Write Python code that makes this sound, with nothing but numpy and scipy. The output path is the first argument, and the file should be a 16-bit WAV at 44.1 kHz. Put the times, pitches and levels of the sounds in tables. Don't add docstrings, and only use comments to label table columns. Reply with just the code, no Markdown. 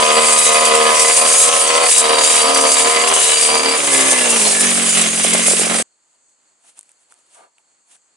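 import sys
import numpy as np
from scipy import signal
from scipy.fft import rfft, irfft, next_fast_len
from scipy.io import wavfile
from scipy.ndimage import uniform_filter1d

SR = 44100
rng = np.random.default_rng(int(sys.argv[2]) if len(sys.argv) > 2 else 0)


def gain_from_db(level_db):
    decades = np.asarray(level_db, float) / 20
    return 10 ** decades


def wrap_up_sound(samples):
    columns = np.atleast_2d(samples).T
    tamed = np.clip(columns, -1, 1)
    steps = np.round(tamed * 32767).astype(np.int16)
    wavfile.write(sys.argv[1], SR, steps)


N = 360032
TIME = np.arange(N) / SR
BINS = next_fast_len(N)
HOLD = 64
SLOW_TIME = TIME[::HOLD]
SHUT_S, CUT_S = 3.785, 5.826


def level(x, db):
    return x * gain_from_db(db) / np.sqrt(np.mean(x ** 2))


def along(table):
    hz, value = np.transpose(table)
    bin_hz = np.arange(BINS // 2 + 1) * SR / BINS
    return np.interp(np.log(bin_hz + 1), np.log(hz + 1), value)


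def shape(x, gain):
    return irfft(rfft(x, BINS) * gain, BINS)[..., :N]


def colour(x, table):
    return level(shape(x, gain_from_db(along(table))), 0)


def peak(x, hz, width):
    return signal.lfilter(*signal.iirpeak(hz, hz / width, SR), x)


def ramp(start_s, length_s):
    return np.clip((TIME - start_s) / length_s, 0, 1)


def sway(db, rate):
    k = int(SR / HOLD / rate)
    steps = np.repeat(rng.standard_normal(N // HOLD // k + 2), k)
    slewed = uniform_filter1d(uniform_filter1d(steps, k), k)
    return np.interp(TIME, np.arange(len(steps)) * HOLD / SR, gain_from_db(db * slewed))


def ring(x, modes, sway_db=0., rate=5):
    out = 0
    for k, (hz, width, db) in enumerate(modes):
        out = out + (-1) ** k * gain_from_db(db) * sway(sway_db, rate) * peak(x, hz, width)
    return out


def ringing(shake, rows, sharpness):
    out = np.zeros((2, N))
    for s, length, hz, db in rows:
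        span = slice(int(s * SR), int((s + length) * SR))
        tone = level(peak(shake[:, span], hz, hz / sharpness), db)
        out[:, span] += tone * signal.windows.tukey(tone.shape[1], min(.4, .08 / length))
    return out


def knocks(rows, cycles):
    out, t = np.zeros(N), TIME[:1500]
    for s, db, hz in rows:
        i = int(s * SR)
        out[i:i + len(t)] += gain_from_db(db) * np.exp(-t * hz / cycles) * np.cos(2 * np.pi * hz * t)
    return out


def swells(times, db, rise_s, fall_s):
    kicks, t = np.zeros(N), TIME[:SR // 4]
    kicks[(np.asarray(times) * SR).astype(int)] = gain_from_db(np.asarray(db))
    form = np.exp(-t / fall_s) * (1 - np.exp(-t / rise_s))
    return signal.oaconvolve(kicks, form / form.max())[:N]


def spells(rows, edge_s):
    shapes = []
    for s, length, db in rows:
        inside_s = np.minimum(SLOW_TIME - s, s + length - SLOW_TIME)
        shapes.append(db * np.clip(inside_s / edge_s + .5, 0, 1))
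    return np.interp(TIME, SLOW_TIME, np.max(shapes, axis=0))


def stack(turns, colours, blend, phases, sway_db):
    out = 0
    for rows, phase in zip(zip(*colours), phases):
        multiple = rows[0][0]
        db = np.interp(blend[::HOLD], np.arange(len(rows)), [row[1] for row in rows])
        gain = np.repeat(gain_from_db(db), HOLD)[:N] * sway(sway_db, 12)
        out = out + gain * np.sin(2 * np.pi * (multiple * turns + phase))
    return level(out, 0)


# frequency in Hz, level in dB.
PORT_SCATTER = [(60, -10), (200, -19.5), (500, -3.5), (1500, 2), (8000, -1)]


def grains(scatter_db):
    luck = np.minimum(rng.exponential(size=(3, N)), 5)
    shared, left, right = rng.standard_normal((3, N)) * gain_from_db(scatter_db * luck)
    return level(shared + shape(np.array([left, right]), gain_from_db(along(PORT_SCATTER))), 0)


# frequency in Hz, lead of the left in radians.
PORT_PHASE = [(60, -0.97), (130, -.62), (260, -0.92), (430, -1.05), (1030, -1.3), (6120, -0.57),
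              (11100, 0.9)]


def ports(x, pan_db):
    side = np.array([[.5], [-.5]])
    return shape(x, np.exp(1j * side * along(PORT_PHASE))) * gain_from_db(side * pan_db)


# frequency in Hz, level in dB per Hz.
AIR_COLOUR = [(24, -50), (40, -20), (118, -14), (334, -3.5), (942, -4.5), (4060, -14), (4360, -6),
              (5790, -19), (7330, 0), (11200, -22.5), (14600, -53), (22000, -120)]


def still_air(smooth):
    return level(colour(smooth, AIR_COLOUR), -64.5) * sway(2.1, 7.8)


def insects(crisp):
    cricket = peak(crisp, 4390, 45) * sway(4, 40)
    band = signal.butter(4, (6350, 8500), "band", fs=SR, output="sos")
    cicada = signal.sosfilt(band, crisp[:, ::-1]) * sway(2.1, 30) * sway(1.6, 4)
    return level(cricket, -77) + level(cicada, -65.5)


# peak in seconds, seconds to fade 20 dB before it and after it,
# rustle in dB, low scuff in dB.
BRUSHES = [(6.15, .08, .05, -71.5, -73), (6.29, 0, .05, -66.5, -77.5), (6.695, .07, .035, -51, -62),
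           (6.65, .02, .02, -70, -62), (6.782, .03, .03, -49, -63), (6.91, .15, .03, -63, -75.5),
           (7.03, .15, .06, -66, -78), (7.115, 0.03, .04, -54, -61), (7.19, .05, 0.052, -63, -66),
           (7.35, 0.08, 0.077, -53, -66), (7.378, .04, .08, -69, -53), (7.405, .06, .07, -72, -52),
           (7.44, 0.06, 0.035, -69, -54), (7.59, .04, .05, -69.5, -63.5), (7.915, 0.05, .05, -54, -68),
           (7.955, .05, .02, -52.5, -62)]


def brushes():
    t = SLOW_TIME
    out = gain_from_db(np.array([-88, -85]))[:, None]
    for s, rise, fall, rustle_db, scuff_db in BRUSHES:
        fade_db = 20 * np.minimum((t - s) / rise, (s - t) / fall)
        out = out + gain_from_db(np.array([[rustle_db], [scuff_db]]) + fade_db)
    return [np.interp(TIME, t, gain) for gain in out]


# frequency in Hz, level in dB per Hz.
RUSTLE_COLOUR = [(120, -45), (200, -11), (598, -12), (1980, -10), (2190, -8), (2680, -5), (4990, -10),
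                 (9000, 3), (11200, -7), (14600, -41), (22000, -120)]
# frequency in Hz, width in Hz, level in dB.
SCUFF_MODES = [(694, 52, -3), (990, 90, 1), (1183, 36, -1), (1706, 24, -12), (2130, 45, -10)]


def fronds(smooth, crisp):
    leafy, woody = brushes()
    rustle = colour(crisp, RUSTLE_COLOUR) * leafy * gain_from_db(3.5) * sway(1.6, 60)
    scrape = smooth[:, ::-1]
    hollow = peak(peak(scrape, 700, 760), 783, 1336)
    scuff = level(ring(scrape, SCUFF_MODES), -2.5) + level(hollow, -1.0)
    return rustle + scuff * woody * gain_from_db(-0.7) * sway(2.1, 50)


# time in seconds, peak in dB, body in Hz, body minus peak in dB.
SNAPS = [(6.775, -40, 926, -15), (6.7915, -20.5, 977, -28), (6.8103, -29, 3630, -21),
         (6.8302, -35, 2010, -22), (6.8925, -37, 2620, -15), (6.9172, -36, 1730, -26),
         (7.1228, -35, 1350, -10), (7.141, -38, 3240, -25), (7.2649, -47, 3470, -13),
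         (7.347, -38, 1250, -17), (7.583, -45.5, 2650, -2), (7.9132, -42, 2710, -16.5),
         (7.9654, -42.5, 1640, -16)]


def snaps():
    body = knocks([(s, db + body_db + 9, hz) for s, db, hz, body_db in SNAPS], cycles=1.6)
    crack = knocks([(s, db + 6.0, 8600) for s, db, _, _ in SNAPS], cycles=2.1)
    return peak(body, 1740, 4000) + peak(crack, 7900, 7000)


def grove():
    smooth, crisp = grains(.3), grains(1.8)
    return ports(still_air(smooth) + insects(crisp) + fronds(smooth, crisp) + snaps(), 0)


def wind(chaff):
    return level(ring(chaff[:, ::-1], [(62, 40, 0)], sway_db=4.5), -60)


def whips(count, low_hz, high_hz):
    when, length, pitch, loud = rng.random((count, 4)).T
    hz = low_hz * (high_hz / low_hz) ** pitch ** .6
    return np.transpose([when * CUT_S, .04 + .1 * length, hz, 4 * loud])


# frequency in Hz, level in dB per Hz.
SWISH_COLOUR = [(2350, -25), (4000, -7), (4210, -18.5), (4710, -4), (5480, -7.5), (8650, 2.5), (10600, -1),
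                (11200, -8), (14600, -38), (22000, -120)]


def blade_hiss(chaff):
    swish = colour(chaff, SWISH_COLOUR) * sway(0.7, 25) * sway(1.9, 70)
    stems = whips(count=500, low_hz=5200, high_hz=10400)
    return swish + gain_from_db(-18) * ringing(chaff, stems, sharpness=130)


# time in seconds, peak in dB.
STALKS = [(.0218, -8), (.0598, -10), (.1491, -9), (0.2094, -2), (.3217, -7), (0.3865, -5.5), (0.6499, 4),
          (.6759, -5), (0.7487, -4), (0.9936, -2.5), (1.0779, -4), (1.1643, -4), (1.3294, -6), (1.4252, -7),
          (1.5933, -6), (1.8277, -5), (1.8522, -4), (1.885, -6), (1.98, -5), (2.04, -12), (2.085, -6),
          (2.1241, 2), (2.15, -7), (2.1849, 1), (2.2114, -3), (2.235, -6), (2.2942, -7), (2.5446, 2),
          (2.5711, -4), (2.609, -5), (2.6683, -6), (2.7162, -3), (2.74, -5), (3.0729, 0), (3.1363, -3),
          (3.3134, -6), (3.4261, -5), (3.5468, -4), (3.5738, -5), (3.5992, -7), (3.6292, -1), (3.6551, -6),
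          (3.6885, -2.5), (3.7145, -4), (3.9374, -6), (4.0083, -6), (4.1121, -5), (4.1834, -8),
          (4.4727, -6), (4.6079, -6), (4.7431, -6), (4.8888, -6), (5.0115, -2), (5.3323, -6), (5.462, -6),
          (5.5922, -6)]


def stalk_slaps():
    slaps = 1 + swells(*np.transpose(STALKS), rise_s=.003, fall_s=0.006) * gain_from_db(0.3)
    late_s, late_db, _ = np.transpose(POPS)
    return slaps + swells(late_s - .016, late_db, rise_s=0.0042, fall_s=0.012) * gain_from_db(-3)


# start in seconds, length in seconds, frequency in Hz, level in dB.
SHAFT_RINGS = [(.002, 1.15, 2023, -30), (.012, 1.25, 2490, -29.5), (0.002, 1.39, 4650, -27.5),
               (0.352, 0.19, 3860, -30.5), (0.78, .15, 1710, -31), (1.6, 0.32, 4550, -27.5),
               (1.65, 0.24, 2020, -31.5), (1.677, 0.23, 2490, -28.5), (1.899, .55, 3840, -32),
               (2.0, 0.95, 4660, -26), (2.746, 0.17, 2285, -30.5), (2.756, .11, 3779, -30.5),
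               (2.775, 0.094, 7250, -25), (2.89, 0.16, 2034, -25), (2.914, 0.19, 4670, -27),
               (3.1, .32, 2963, -32), (3.198, 0.22, 3870, -30), (3.298, 0.49, 2326, -32.5),
               (3.313, .47, 4694, -24), (3.85, 0.41, 2043, -30.5), (3.9, 0.38, 1712, -31),
               (4.145, .25, 2730, -29.5), (4.29, .1, 1180, -34), (4.401, 0.16, 4240, -31),
               (4.5, .2, 1718, -29.5), (4.877, 0.11, 2980, -33.5), (5.21, 0.31, 2115, -35)]


def shaft_rings(gas, fired, slaps):
    return gain_from_db(.6) * slaps ** .9 * ringing(gas + gain_from_db(23) * fired, SHAFT_RINGS, sharpness=70)


# frequency in Hz, width in Hz, level in dB.
CASING_MODES = [(1680, 93, -9), (2490, 300, 5.5), (3100, 450, -1), (4660, 110, -2)]


def casing_rattle(gas, fired, power):
    shaken = ring(gas + gain_from_db(31) * fired, CASING_MODES, sway_db=5.0)
    return level(shaken, -6.5) * (0.26 + .65 * power)


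# frequency in Hz, level in dB per Hz.
ROAR_COLOUR = [(18, -66.5), (30, -41), (344, -20), (469, -2.5), (850, -11), (1020, -6.5), (1390, -11.5),
               (2470, -2.5), (4120, -10.5), (4700, -12.5), (6000, -18), (7800, -32), (13200, -120)]


def exhaust_roar(gas):
    return sway(0.67, 15) * level(colour(gas, ROAR_COLOUR), -4.0)


# time in seconds, peak in dB, pitch in Hz.
POPS = [(4.122, -6, 600), (4.472, -7, 650), (4.53, -9, 700), (4.78, -12, 620), (4.985, -12, 620),
        (5.798, -7, 520), (5.247, -1.5, 620), (5.348, -2, 596), (5.392, -8, 558.6), (5.482, -3.5, 615),
        (5.512, -5, 560), (5.534, -4.5, 423), (5.594, -8, 450), (5.615, -9, 400), (5.667, -7, 500),
        (5.711, -6, 606), (5.749, -6, 700)]


def late_pops():
    pops = np.roll(knocks(POPS, cycles=.8), 60)
    return gain_from_db(.8) * peak(pops, 620, 1400) + gain_from_db(-7) * peak(pops, 2200, 500)


# multiple of the firing rate, level in dB.
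COAST_FIRST = [(1, -31), (2, -18), (3, -16), (4, -3), (5, -7), (6, -2), (7, -6), (8, 0), (9, -9), (10, -7),
               (11, -9), (12, -15), (13, -16), (14, -15), (15, -6), (16, -12), (17, -7), (18, -7),
               (19, -10), (20, -14)]
COAST_FAST = [(1, -34), (2, -21), (3, -15), (4, 0), (5, -12), (6, -10), (7, -8), (8, 0), (9, -12.5),
              (10, -3.5), (11, -7.5), (12, -11.5), (13, -15), (14, -14.5), (15, -6.5), (16, -13.5),
              (17, -7.5), (18, -10), (19, -9.5), (20, -11.5)]
COAST_SLOW = [(1, -33.5), (2, -29), (3, -24), (4, -4.5), (5, -0.5), (6, -10), (7, -22.5), (8, -12),
              (9, -10.5), (10, -16.5), (11, -27.5), (12, -14.5)]


def coasting_hum(turns, hz, uneven, lag):
    slow = np.clip((52 - hz) / 5, 0, 1)
    fast = stack(turns, (COAST_FIRST, COAST_FAST), (64 - hz) / 3, .9 * lag, sway_db=2.6)
    idle = stack(turns, (COAST_SLOW,), hz, .8 * lag, sway_db=2.4)
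    return uneven ** .9 * ((1 - slow) * fast * 1.35 + slow * idle * .95) * sway(1.6, 40)


# multiple, level in dB.
HALVES = [(2.5, -17), (3.5, 0), (4.5, -8), (5.5, -9), (7.5, -9), (8.5, -10)]
# start in seconds, length in seconds, rise in dB.
LOPES = [
    (1.2, .65, 8),
    (2.0, .4, 11),
    (2.45, .45, 17),
    (2.95, .25, 9),
    (3.35, .4, 15),
]


def uneven_beat(turns, hz, lag):
    return gain_from_db(spells(LOPES, .06) - 12) * stack(turns, (HALVES,), hz, lag, sway_db=3.5)


# frequency in Hz, width in Hz, level in dB.
MUFFLER_MODES = [(240, 60, -14.5), (480, 41.5, -1.5), (550, 87, -1.5), (721, 68, 0.5), (1009, 38.5, 2.5),
                 (1259, 130, -1.5)]
# multiple of the firing rate, level in dB.
FACING = [(1, -35), (2, -27), (3, -15), (4, -24), (5, -14.5), (6, 0.5), (7, -2.5), (8, -5), (9, -2),
          (10, -14), (11, -18), (12, -11.5), (13, 1), (14, -2.5), (15, -7), (16, -0.5), (17, -16)]
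TURNED = [(1, -33), (2, -32.5), (3, -19), (4, -20), (5, -15), (6, 0), (7, -4), (8, -6.5), (9, -1.5),
          (10, -9), (11, -22), (12, -6.5), (13, -1), (14, -6), (15, -7.5), (16, -3), (17, -9.5)]
SIDEWAYS = [(1, -32), (2, -30), (3, -21), (4, -22), (5, -8), (6, 0), (7, -12), (8, -8), (9, -1), (10, -12),
            (11, -17), (12, -13), (13, -2), (14, -6), (15, -10), (16, -8), (17, -14)]
AWAY = [(1, -34), (2, -27), (3, -17), (4, -20), (5, -11), (6, 0), (7, -11), (8, -8), (9, -10), (10, -8),
        (11, -14), (12, -15), (13, -2), (14, -13), (15, -6), (16, -8), (17, -10)]


def muffler_bark(turns, gas, fired, uneven, power, lag):
    turned = ramp(1.2, .6) + ramp(2.8, .08) + ramp(3.2, .08)
    note = stack(turns, (FACING, TURNED, SIDEWAYS, AWAY), turned, .36 * lag, sway_db=2.7)
    puffs = ring(fired, MUFFLER_MODES, sway_db=3.5) + peak(gas, 750, 700) * gain_from_db(-30)
    return power * level(uneven ** .9 * note, -1.5) + level(puffs, -11) * (power + (1 - power) * 1.2)


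# time in seconds, firing rate in Hz.
SPEED = [(0, 77.2), (1.1, 77.7), (1.34, 79.7), (1.62, 79.2), (1.82, 81.55), (1.91, 80.3), (1.98, 77.03),
         (2.8, 76.8), (2.88, 77.9), (3.19, 79.94), (3.26, 76.2), (3.76, 76.77), (3.82, 69.67),
         (4.07, 66.35), (4.53, 50.41), (4.78, 46.77), (5.09, 44.5), (5.48, 46.08)]


def firings(power):
    hz = np.interp(TIME, *np.transpose(SPEED))
    turns = np.cumsum(hz * sway(.052, 30) ** (1 + 1.5 * (1 - power))) / SR
    cycle, phase = turns.astype(int), turns % 1
    size = gain_from_db(2.2 * np.clip(rng.standard_normal(N // 100), -2, 1.3))[cycle]
    fired = np.diff(cycle, prepend=0) * size
    gas = size * (1.0 + np.exp(-phase / 0.16)) * grains(0.88)
    return hz, turns, fired, gas, uniform_filter1d(size, 300)


# time in seconds, level in dB, left minus
# right in dB.
STANCE = [(0, .5, 0), (1, 0, 0), (2.2, -1.2, 0), (2.5, 0, 0), (3.3, -.5, .6), (3.74, -3.5, -0.6),
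          (3.98, 0, -0.1), (4.98, 0, -1.7), (5.1, -4, -1.5), (5.5, -2.5, -1.5), (5.8, -5.5, -1.5)]
# start in seconds, length in seconds, hiss rise in dB.
BITES = [(.24, .12, 4), (.36, .14, 6), (.5, .09, 3), (.65, .03, 3.5), (.95, 0.2, 5.5), (1.1, .12, 7),
         (1.25, 0.24, 7), (1.45, 0.19, 5), (1.63, 0.078, 3), (1.87, 0.13, 8.5), (1.96, .065, 7),
         (2.22, .21, 7), (2.45, .15, 1.5), (2.68, .16, 5), (2.86, .27, 1.5), (3.14, .36, 6),
         (3.94, .18, 1.5), (4.48, .08, 1.5), (5.24, 0.038, 2), (5.47, .18, 2)]
# start in seconds, length in seconds, depth in dB.
FALTERS = [(.41, 0.051, 2), (1.3, .1, 2), (1.77, .05, 2), (1.12, .07, 3), (1.91, .055, 13), (2.03, .05, 2),
           (2.76, .04, 4), (3.2, .28, 2.5), (3.78, .05, 14), (3.85, .1, 6), (4.41, .04, 3), (4.58, .16, 5),
           (4.9, .24, 3.5), (5.22, .12, 10), (5.37, .09, 5), (5.56, .03, 10)]


def cutter():
    stance_s, *columns = np.transpose(STANCE)
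    near_db, pan_db = (np.interp(TIME, stance_s, c) for c in columns)
    power = np.clip((SHUT_S - TIME) / .015, 0, 1)
    hz, turns, fired, gas, uneven = firings(power)
    lag = rng.random(20)
    chaff, slaps = grains(2.5), stalk_slaps()

    def mix(on_db, off_db):
        return power * on_db + (1 - power) * off_db

    bite_db = spells(BITES, edge_s=.05)
    sag_db = 0.92 * bite_db + spells(FALTERS, edge_s=.033)
    muffler_db = mix(-14.2 + 1.1 * near_db, -18.5) - sag_db
    hum_db = mix(-36 - sag_db, -27.5 + .3 * near_db - 0.092 * sag_db)
    casing_db = mix(-19.5 + .15 * sag_db, -20.5 + .6 * sag_db) + 0.82 * near_db
    hiss_db = mix(-19.4, -16) + bite_db + .9 * near_db

    out = gain_from_db(hiss_db - 0.8) * blade_hiss(chaff) * slaps
    out += shaft_rings(gas, fired, slaps)
    out += gain_from_db(casing_db) * casing_rattle(gas, fired, power) * slaps ** 0.51
    out += gain_from_db(0.24 * muffler_db + 0.62 * casing_db) * exhaust_roar(gas) * slaps ** 0.22
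    out -= late_pops()
    out += (1 - power) * gain_from_db(hum_db + 1.85) * coasting_hum(turns, hz, uneven, lag)
    out += power * gain_from_db(hum_db) * uneven_beat(turns, hz, lag)
    out += gain_from_db(muffler_db) * muffler_bark(turns, gas, fired, uneven, power, lag)
    out -= ramp(4.4, .4) * .65 * peak(out, 923, 220)
    return ports(out, pan_db) + wind(chaff)


def scene():
    before = np.clip((CUT_S - TIME) / .001, 0, 1)
    return before * cutter() + (1 - before) * grove()


def roll_off(x):
    return signal.sosfilt(signal.butter(12, 11540, fs=SR, output="sos"), x)


def record(dry):
    rounded = 1.446 * np.tanh(dry / 1.33)
    top_cut = signal.ellip(12, .2, 85, 11050, fs=SR, output="sos")
    return roll_off(np.clip(signal.sosfilt(top_cut, rounded), -1, 1))


dry = scene()
out = record(dry)
wrap_up_sound(out)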